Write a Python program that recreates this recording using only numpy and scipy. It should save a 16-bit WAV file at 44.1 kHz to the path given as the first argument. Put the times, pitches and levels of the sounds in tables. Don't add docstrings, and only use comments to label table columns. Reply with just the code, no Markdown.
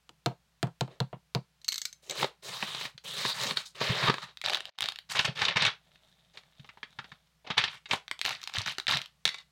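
import sys
import numpy as np
from scipy import signal
from scipy.fft import rfft, irfft, next_fast_len
from scipy.io import wavfile
from scipy.ndimage import uniform_filter1d

SR = 44100
rng = np.random.default_rng(int(sys.argv[2]) if len(sys.argv) > 2 else 0)


def dump_mix(stems):
    frames = np.atleast_2d(stems).T
    limited = np.clip(frames, -1, 1)
    pcm = np.round(limited * 32767).astype(np.int16)
    wavfile.write(sys.argv[1], SR, pcm)


N = 419391
TIME = np.arange(N) / SR

# [pitch_hz, level_db, t60_s]
CAVITY_MODES = [(129.9, 5.5, .1), (164.4, -2, .11), (201.6, -3, .1)]


def box():
    # [start_s, click_db, knock_db, boom_db]
    taps = [(0.0928, -33.5, -58, -73), (0.261, -10.5, -27, -35), (0.309, -55, -46.5, -61),
            (0.6289, -13.5, -30, -31.5), (0.6708, -38, -45, -46.5), (0.8096, -12.5, -30, -33),
            (0.878, -46.5, -50.5, -56), (1.0032, -15, -32, -31), (1.129, -48, -40, -45),
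            (1.3494, -13, -29.5, -31)]
    # [start_s, level_db, lowest_mode_hz]
    bumps = [(2.625, -40, 208), (2.944, -47.5, 133), (3.244, -41.5, 228), (3.451, -34.5, 198),
             (3.507, -32.5, 156), (3.894, -17, 116), (4.032, -28.5, 120), (4.085, -23.5, 134),
             (5.283, -26.5, 131), (5.556, -32, 137), (5.612, -34, 120), (6.594, -42.5, 138),
             (6.985, -41, 133), (7.117, -46.5, 147), (7.934, -40, 144), (8.578, -31, 101),
             (8.945, -30, 133), (9.255, -40, 135)]
    # [pitch_hz, level_db, t60_s]
    lid_modes = [(261, -2, .06), (388.4, -1.5, .068), (478, 1, 0.1), (604, -0.5, .035), (710, 3.5, 0.084),
                 (883, 3, 0.038), (976, 0, 0.082), (1342, -3.5, 0.068)]
    # [freq_hz, level_db]
    nail_colour = [(500, -19), (1200, -2), (2200, -6.5), (3000, -3), (4200, 0), (5200, -11), (8000, -14),
                   (11000, -26), (16000, -28)]
    # [freq_hz, level_db]
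    panel_colour = [(150, -20), (300, -1.5), (520, -3.5), (900, -4.5), (1500, -18), (3000, -22.5),
                    (8000, -63.5)]

    nail_hits = plain([(s, click_db) for s, click_db, _, _ in taps])
    panel_hits = plain([(s, knock_db) for s, _, knock_db, _ in taps])
    out = cracks(nail_hits, nail_colour, dying_s=0.0031, after_db=-14, tilt_db=0)
    out += from_db(1) * cracks(panel_hits, panel_colour, dying_s=0.014, after_db=0, tilt_db=0)
    for s, _, knock_db, boom_db in taps:
        spot_tuning = rng.uniform(.92, 1.08)
        add(out, s, from_db(knock_db - 5) * ring(lid_modes, vary_db=1.5, tuning=spot_tuning))
        add(out, s, from_db(boom_db + 13.5) * boom(swell_s=0.017))
    for s, db, hz in bumps:
        add(out, s, from_db(db - 6) * boom(swell_s=0.0034, tuning=hz / CAVITY_MODES[0][0]))
    return out


def boom(swell_s, tuning=1):
    sound = ring(CAVITY_MODES, vary_db=2.5, tuning=tuning)
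    return sound * (1 - np.exp(-(TIME[:len(sound)] / swell_s) ** 2))


def cardboard():
    # [start_s, length_s, friction_db, swell_db, treble_db, drone_db]
    rubs = [(0.89, 0.074, -62.5, -9, -15, 3.5), (2.018, 0.099, -65.5, 11, 6, 2),
            (2.087, 0.037, -44, 0.5, -12, 0.5), (2.131, 0.093, -40, 17.5, -6.5, -6.5),
            (2.419, 0.053, -52.5, 13.5, 3.5, -1), (2.476, 0.38, -41, 1.5, -7.5, -19),
            (3.034, 0.27, -40.5, 12, -4.5, -15), (3.333, 0.09, -37, 8, -8, -21),
            (3.421, 0.098, -35, -5, -8, -10), (3.556, 0.051, -38, -6, -7.5, -32),
            (3.651, 0.0073, -55, -3, 10.5, -35), (3.744, 0.074, -44, 11, -10.5, -8),
            (3.797, 0.27, -32.5, 0, -16, -11.5), (4.019, 0.068, -26, 2, -26, -11),
            (4.12, 0.099, -47.5, 0.5, -11, -26), (4.214, 0.016, -36.5, -0.5, -15, -34),
            (4.276, 0.0092, -51, 9.5, -27.5, -14)]
    # [start_s, level_db, centre_hz]
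    catches = [(2.229, -12.5, 905), (2.244, -14, 653), (2.626, -14.5, 710), (2.748, -23.5, 2640),
               (2.812, -23.5, 3000), (2.853, -24, 2400), (2.9785, -34.5, 5600), (3.251, -17.5, 870),
               (3.26, -17, 4040), (3.509, -17.5, 2470), (3.571, -13.5, 4560), (3.814, -15, 440),
               (4.083, -14, 1110), (4.098, -6.5, 1110), (4.141, -19, 1770), (4.183, -26, 1390)]
    # [freq_hz, level_db]
    card_colour = [(47, -33.5), (80, -30), (125, -1.5), (309, -10.5), (395, -4.5), (672, -9), (1120, -3),
                   (1430, -5.5), (2800, -7), (3960, -4.5), (5400, -20), (13000, -46.5), (16000, -42.5)]

    grain = friction(card_colour, slips_per_s=5000, size_db=3, smooth_db=-2,
                     clump_db=2.5, clumps_per_s=70, sharpness=4)
    grain = patchy(grain, depth_db=2.3, changes_per_s=30, count=12)
    rubbing = toned(grain, rubs, attack_s=0.0086, release_s=0.021, top_db=1, low_db=0.5, hollow_db=-14.5)
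    singing = swish(width_hz=1400)
    catching = cracks(catches, card_colour, dying_s=0.0041, after_db=-0.5, tilt_db=2.5, facet_db=5.5)
    return from_db(-2) * rubbing + singing + from_db(-5) * catching


def swish(width_hz):
    # [start_s, length_s, level_db, swell_db, from_hz, to_hz]
    drags = [(2.64, .22, -43, 0, 3400, 3100), (3.05, .28, -38.5, 9, 3400, 4200)]
    points = []
    for s, length_s, _, _, from_hz, to_hz in drags:
        points += [(s, from_hz), (s + length_s, to_hz)]
    phase = 2 * np.pi * np.cumsum(np.interp(TIME, *np.transpose(points))) / SR
    narrow_noise = drift(width_hz) * np.cos(phase) + drift(width_hz) * np.sin(phase)
    return effort(drags, attack_s=0.0028, release_s=0.006) * narrow_noise


def leaflet():
    # [start_s, length_s, rustle_db, swell_db, treble_db, flap_db]
    folds = [(5.088, 0.032, -36, 11.5, 3.5, -24.5), (5.145, 0.077, -28.5, -6.5, -7, -13.5),
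             (5.244, 0.035, -27.5, -32, -6.5, -16), (5.268, 0.032, -33.5, -11, -28, -6.5),
             (5.35, 0.079, -32.5, 10, -8.5, -15), (5.423, 0.098, -32.5, 4, -36, -13),
             (5.549, 0.059, -28.5, 7.5, -37.5, -25), (5.604, 0.072, -24.5, 2.5, -64, -18),
             (5.697, 0.029, -36, -13, -28, -20), (6.329, 0.055, -60, 8, 2, -2),
             (7.441, 0.017, -54.5, -2, -24, 2), (7.463, 0.017, -37.5, -12, -35.5, -1.5),
             (7.497, 0.009, -27.5, 0, -31, -27), (7.567, 0.12, -30.5, -14.5, -26.5, -22),
             (7.668, 0.087, -49, 11, -3, -24), (7.882, 0.051, -39.5, 23, 0, -5.5)]
    # [start_s, level_db, centre_hz]
    buckles = [(5.192, -8.5, 2880), (5.168, -19.5, 2260), (5.391, -23, 2710), (5.418, -13.5, 1820),
               (5.451, -13, 3800), (5.483, -13, 2800), (5.56, -17, 2070), (5.569, -11.5, 2320),
               (5.622, -13.5, 3820), (5.651, -11, 3470), (5.665, -14, 3480), (6.373, -34, 3950),
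               (6.596, -44.5, 3600), (6.645, -40.5, 1050), (6.69, -36, 2320), (6.773, -42.5, 980),
               (6.83, -27, 1880), (6.988, -25, 1660), (7.043, -35.5, 1510), (7.118, -35.5, 1590),
               (7.503, -19, 1200), (7.579, -7.5, 4170), (7.639, -13.5, 3340), (7.857, -34.5, 3960),
               (7.911, -13.5, 2380), (7.933, -14, 970)]
    # [start_s, length_s, level_db, swell_db]
    creeps = [(5.76, 1.39, -68.5, 1)]
    # [start_s, level_db]
    ticks = [(5.917, -48), (5.958, -44), (6.435, -47), (6.524, -53), (6.552, -51), (6.928, -45),
             (7.272, -53.5)]
    # [freq_hz, level_db]
    paper_colour = [(47, -25.5), (80, -6.5), (142, -1), (323, -14), (450, -9), (570, -14.5), (850, -3),
                    (1490, -2), (3620, -1), (5400, -12.5), (9500, -31.5), (13100, -42.5), (16000, -47.5)]
    # [freq_hz, level_db]
    whisper_colour = [(70, -18), (150, -3.5), (300, -22), (450, -21.5), (700, -12), (1000, -23),
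                      (2700, -23), (3600, -12), (5000, -28), (16000, -43)]

    grain = friction(paper_colour, slips_per_s=4000, size_db=3.3, smooth_db=-5,
                     clump_db=3, clumps_per_s=160, sharpness=5)
    grain = patchy(grain, depth_db=2, changes_per_s=70)
    folding = toned(grain, folds, attack_s=0.0069, release_s=0.017, top_db=-9, low_db=1.2, hollow_db=-17)
    whisper = friction(whisper_colour, slips_per_s=250, size_db=3, smooth_db=0, clump_db=4, clumps_per_s=35)
    creeping = effort(creeps, attack_s=0.083, release_s=0.065) * whisper
    buckling = cracks(buckles, paper_colour, dying_s=0.0076, after_db=-3, tilt_db=3.5, facet_db=5)
    buckling = band(buckling, low_hz=40, high_hz=10000, order=2)
    ticking = cracks(plain(ticks), paper_colour, dying_s=0.0028, after_db=-2, tilt_db=0)
    return from_db(-3.5) * (folding + buckling) + creeping + from_db(-6) * ticking


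def bags():
    # [start_s, length_s, crinkle_db, swell_db, treble_db, flap_db]
    squeezes = [(4.438, 0.11, -35, 0.5, -19, -1), (4.564, 0.19, -55, 20, -21, -1.5),
                (4.813, 0.043, -39, 7, -22, -9.5), (8.245, 0.063, -32, -3.5, -18, -11),
                (8.337, 0.2, -55, 8, -18, -36), (8.544, 0.085, -35, -10, -23, -16.5),
                (8.659, 0.028, -31, -0.5, -15.5, -15), (8.879, 0.067, -25, 1.5, -19.5, -14.5)]
    # [start_s, level_db, crease_hz]
    snaps = [(4.3723, -27.5, 3900), (4.4154, -22.5, 3440), (4.4418, -30, 1070), (4.4614, -13, 3680),
             (4.4853, -17, 3420), (4.498, -14, 2930), (4.534, -14.5, 3530), (4.5466, -10.5, 3400),
             (4.5546, -16.5, 3340), (4.5715, -20, 1380), (4.6056, -20.5, 3360), (4.6545, -24, 3020),
             (4.7871, -21, 3630), (4.8071, -15, 6400), (4.8218, -17, 3700), (4.8281, -15.5, 3300),
             (4.8404, -19, 3790), (4.8587, -18.5, 3940), (4.8871, -13, 3430), (4.8995, -30, 3530),
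             (4.9217, -25.5, 3900), (4.9596, -27.5, 2800), (4.9881, -22.5, 3880), (8.0807, -27.5, 3420),
             (8.1133, -14.5, 1840), (8.1921, -25.5, 4270), (8.2145, -12.5, 4250), (8.2519, -14, 4070),
             (8.2615, -12, 4300), (8.2927, -15, 4100), (8.4164, -33, 6000), (8.431, -25.5, 4010),
             (8.4392, -24.5, 6160), (8.4749, -16.5, 4660), (8.4971, -29, 2240), (8.5385, -22, 5530),
             (8.5849, -14.5, 4200), (8.6174, -24, 6000), (8.6743, -23, 3170), (8.7838, -14.5, 1590),
             (8.7998, -18.5, 3600), (8.869, -15.5, 3190), (8.8922, -18, 2880), (8.9236, -11.5, 1190),
             (8.9713, -15.5, 3880), (9.0166, -23, 3900), (9.0594, -30, 8200)]
    # [freq_hz, level_db]
    film_colour = [(59, -58), (100, -18.5), (163, -26), (255, -22), (373, -14.5), (502, -21), (768, -6.5),
                   (1680, -3), (3940, 1), (5200, -7.5), (10000, -22), (14400, -28.5), (16000, -28)]

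    crinkle = friction(film_colour, slips_per_s=1700, size_db=3.7, smooth_db=-12,
                       clump_db=4, clumps_per_s=160, sharpness=5)
    squeezing = toned(crinkle, squeezes, attack_s=0.0017, release_s=0.03, top_db=-4, low_db=-4.5, hollow_db=-21)
    snapping = cracks(snaps, film_colour, dying_s=.0015, after_db=-7, tilt_db=1.5, facet_db=5.5)
    return from_db(-1.34) * squeezing + from_db(-1) * snapping


def knife():
    # [start_s, level_db]
    ratchet = [(1.616, -44), (1.6455, -29), (1.6816, -12.5), (1.6871, -11.5), (1.721, -18.5),
               (1.7265, -16.5), (1.7425, -19), (1.758, -19.5), (1.7798, -17), (1.817, -17.5),
               (1.8534, -13.5), (1.928, -30.5), (2.0973, -19), (2.1097, -20)]
    # [pitch_hz, level_db, t60_s]
    blade_modes = [(2200, -6, .06), (4150, -3, .04), (6300, 0, .07)]
    # [freq_hz, level_db]
    click_colour = [(700, -30.5), (1250, -18), (2220, -12), (2530, -17.5), (3110, -7.5), (3750, -7),
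                    (4100, 4.5), (4920, -12.5), (6230, -7.5), (7990, -9.5), (9600, -25.5), (14200, -19),
                    (16000, -37)]

    clicks = cracks(plain(ratchet), click_colour, dying_s=.003, after_db=0, tilt_db=0)
    blade = struck(ratchet, blade_modes, vary_db=3)
    return from_db(-8.5) * clicks + from_db(-26) * blade


def runner():
    # [start_s, level_db, centre_hz]
    landing = [(9.2535, -11, 3670), (9.2557, -24, 3700), (9.265, -26, 3700), (9.277, -20, 2920),
               (9.2905, -23.5, 4450), (9.344, -29, 2160), (9.386, -41, 3660)]
    # [start_s, length_s, level_db, swell_db]
    shivers = [(9.256, 0.15, -48.5, -11.5)]
    # [pitch_hz, level_db, t60_s]
    frame_modes = [(1100, -2, .06), (2020, -1, .11), (2280, -2, .11), (2830, -2, .08), (3510, 3, .1),
                   (3740, 5, .1), (4450, 1, .1)]
    # [freq_hz, level_db]
    plastic_colour = [(150, -27), (431, -15), (1120, -7), (1720, -6), (2020, -1.5), (3290, -9.5),
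                      (3550, -0.5), (9500, -25.5), (12000, -30), (16000, -41)]

    clacks = cracks(landing, plastic_colour, dying_s=.003, after_db=-5, tilt_db=1, facet_db=6)
    frame = struck(landing, frame_modes, vary_db=2)
    rattle = friction(plastic_colour, slips_per_s=1500, size_db=3, smooth_db=-13, clump_db=3, clumps_per_s=60)
    ringing = rms_one(signal.oaconvolve(rng.standard_normal(N), ring(frame_modes, vary_db=1))[:N])
    shiver = effort(shivers, attack_s=.003, release_s=0.014) * (rattle + ringing) / np.sqrt(2)
    return from_db(3.5) * clacks + from_db(-27) * frame + shiver


def room(x, wet_db, gap_s, size=16000):
    # [freq_hz, t60_s]
    decay_times = [(300, 0.16), (1400, 0.2), (3700, 0.18), (10000, 0.17)]
    t, edges_hz = TIME[:size], np.geomspace(220, 18000, 8)
    tail = np.zeros(size)
    for low_hz, high_hz in zip(edges_hz, edges_hz[1:]):
        t60_s = at_hz(decay_times, np.sqrt(low_hz * high_hz))
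        tail += band(rng.standard_normal(size), low_hz, high_hz) * from_db(-60 * t / t60_s)
    tail *= 1 - np.exp(-(t / gap_s) ** 2)
    return x + from_db(wet_db) * signal.oaconvolve(x, tail / np.linalg.norm(tail))[:N]


def background():
    # [freq_hz, level_db]
    noise_colour = [(25, -17.5), (60, -9), (90, -15.5), (160, 3), (280, -25), (450, -17.5), (1000, -17),
                    (4000, -18.5), (16000, -32.5)]
    noise_rms_db, hum_hz, hum_peak_db = -72.5, 60, -76
    noise = from_db(noise_rms_db) * coloured(rng.standard_normal(N), noise_colour)
    return noise + from_db(hum_peak_db) * np.sin(2 * np.pi * hum_hz * TIME)


def brief_dip():
    # [from_s, to_s, level_db]
    from_s, to_s, dip_db = (4.70, 4.779, -32)
    inside = (TIME > from_s) & (TIME < to_s)
    return from_db(uniform_filter1d(np.where(inside, dip_db, 0.0), size=400))


def cracks(events, spectrum, dying_s, after_db, tilt_db, facet_db=0, grain_db=3, size=4000):
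    out, t = np.zeros(N), TIME[:size]
    usual_hz = np.median(np.array(events)[:, 2])
    fade = np.exp(-t / dying_s)
    for s, db, hz in events:
        own_colour = [(f, level + rng.normal(0, 2)) for f, level in spectrum]
        click = response(own_colour, tilt_db * np.log2(hz / usual_hz), hz, facet_db)
        cluster = rng.standard_normal(size) * from_db(grain_db * rng.standard_normal(size)) * fade
        cluster *= np.linalg.norm(fade) / np.linalg.norm(cluster)
        force = from_db(after_db) * cluster / np.linalg.norm(click)
        force[0] = 1
        add(out, s, from_db(db) * signal.fftconvolve(force, click))
    return out


def plain(events):
    return [(s, db, 1) for s, db in events]


def struck(events, modes, vary_db):
    out = np.zeros(N)
    for s, db, *_ in events:
        add(out, s, from_db(db) * ring(modes, vary_db))
    return out


def ring(modes, vary_db, tuning=1, size=16000):
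    t, out = TIME[:size], np.zeros(size)
    for k, (hz, db, t60_s) in enumerate(modes):
        level = from_db(db + vary_db * rng.standard_normal() - 60 * t / t60_s)
        out += (-1) ** k * level * np.sin(2 * np.pi * hz * tuning * t)
    return out


def friction(spectrum, slips_per_s, size_db, smooth_db, clump_db, clumps_per_s, sharpness=2):
    sizes = from_db(size_db * np.minimum(rng.exponential(1, N), 3)) * rng.choice([-1, 1], N)
    slips = facets(sizes * (rng.random(N) < slips_per_s / SR), sharpness)
    rubbing = from_db(smooth_db) * rng.standard_normal(N)
    clumps = from_db(clump_db * np.tanh(drift(clumps_per_s)))
    return coloured((slips + rubbing) * clumps, spectrum)


def facets(slips, sharpness, count=14):
    dealt, out = rng.integers(0, count, N), np.zeros(N)
    for k, hz in enumerate(np.geomspace(550, 13000, count)):
        b, a = signal.iirpeak(hz, sharpness, fs=SR)
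        out += signal.lfilter(b, a, slips * (dealt == k) + 1e-18)
    return rms_one(out)


def patchy(sound, depth_db, changes_per_s, count=7):
    size = next_fast_len(N, real=True)
    spectrum, hz = rfft(sound, size), np.fft.rfftfreq(size, 1 / SR)
    place = np.interp(np.log(hz + 1), np.log([450, 12000]), [0, count - 1])
    out = np.zeros(N)
    for k in range(count):
        part = irfft(spectrum * np.maximum(0, 1 - np.abs(place - k)), size)[:N]
        out += part * from_db(depth_db * drift(changes_per_s))
    return rms_one(out)


def effort(strokes, attack_s, release_s, extra_db=0):
    power, rows = np.zeros(N), np.array(strokes)
    for (s, length_s, db, swell_db), more_db in zip(rows[:, :4], extra_db + np.zeros(len(rows))):
        t = TIME[:int((length_s + 10 * release_s) * SR)]
        held = from_db(db + more_db + swell_db * (np.minimum(t / length_s, 1) - .5))
        onset = 1 - np.exp(-(t / attack_s) ** 2)
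        release = np.exp(-np.maximum(t - length_s, 0) / release_s)
        add(power, s, (held * onset * release) ** 2)
    return np.sqrt(power)


def toned(sound, strokes, attack_s, release_s, top_db, low_db, hollow_db):
    *_, tops_db, lows_db = np.transpose(strokes)
    hollow = rms_one(band(sound, 95, 210))
    low = rms_one(band(sound, 280, 700))
    mid = rms_one(band(sound, 700, 5500))
    top = rms_one(band(np.diff(sound, prepend=0), 6300, 17000))
    body = (mid + from_db(hollow_db) * hollow) * effort(strokes, attack_s, release_s)
    hiss = top * effort(strokes, attack_s, release_s, tops_db + top_db)
    drone = low * effort(strokes, attack_s, release_s, lows_db + low_db)
    return body + hiss - drone


def response(spectrum, tilt_db=0, facet_hz=1, facet_db=0, size=2048):
    facet_octaves = 0.22
    hz = np.linspace(0, SR / 2, size // 2 + 1)
    colour = np.mean([at_hz(spectrum, hz * near) for near in np.linspace(.95, 1.05, 10)], axis=0)
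    facet = facet_db / (1 + (np.log2((hz + 1) / facet_hz) / facet_octaves) ** 2)
    tilt = tilt_db * np.log2(np.clip(hz, 500, 8000))
    cepstrum = irfft(np.log(from_db(colour + facet + tilt)))
    cepstrum[1:size // 2] *= 2
    cepstrum[size // 2 + 1:] = 0
    click = irfft(np.exp(rfft(cepstrum)))
    return click / np.abs(click).max()


def coloured(x, spectrum):
    return rms_one(signal.oaconvolve(x, response(spectrum))[:N])


def drift(per_s):
    knots = rng.standard_normal(N // 10)
    return np.interp(TIME * per_s, np.arange(len(knots)), knots)


def band(x, low_hz, high_hz, order=3):
    edges_hz = [low_hz, min(high_hz, SR / 2 - 100)]
    return signal.sosfilt(signal.butter(order, edges_hz, "band", fs=SR, output="sos"), x)


def at_hz(points, hz):
    table = np.array(points)
    return np.interp(np.log(hz + 1), np.log(table[:, 0]), table[:, 1])


def from_db(db):
    return np.exp(np.asarray(db) * (np.log(10) / 20))


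def rms_one(x):
    return x / np.sqrt(np.mean(x ** 2) + 1e-20)


def add(track, s, sound):
    start = int(s * SR)
    track[start:start + len(sound)] += sound[:N - start]


def scene():
    handled = room(knife() + cardboard() + leaflet() + bags() + runner(), wet_db=-11.5, gap_s=0.00064)
    tapped = room(box(), wet_db=-18.5, gap_s=0.0012)
    return ((handled + tapped + background()) * brief_dip())[None]


def record(dry):
    limit, cutoff_hz = .48, 16000
    rounded = limit * np.tanh(dry / limit)
    return signal.sosfilt(signal.ellip(10, .1, 80, cutoff_hz, fs=SR, output="sos"), rounded)


dry = scene()
out = record(dry)
dump_mix(out)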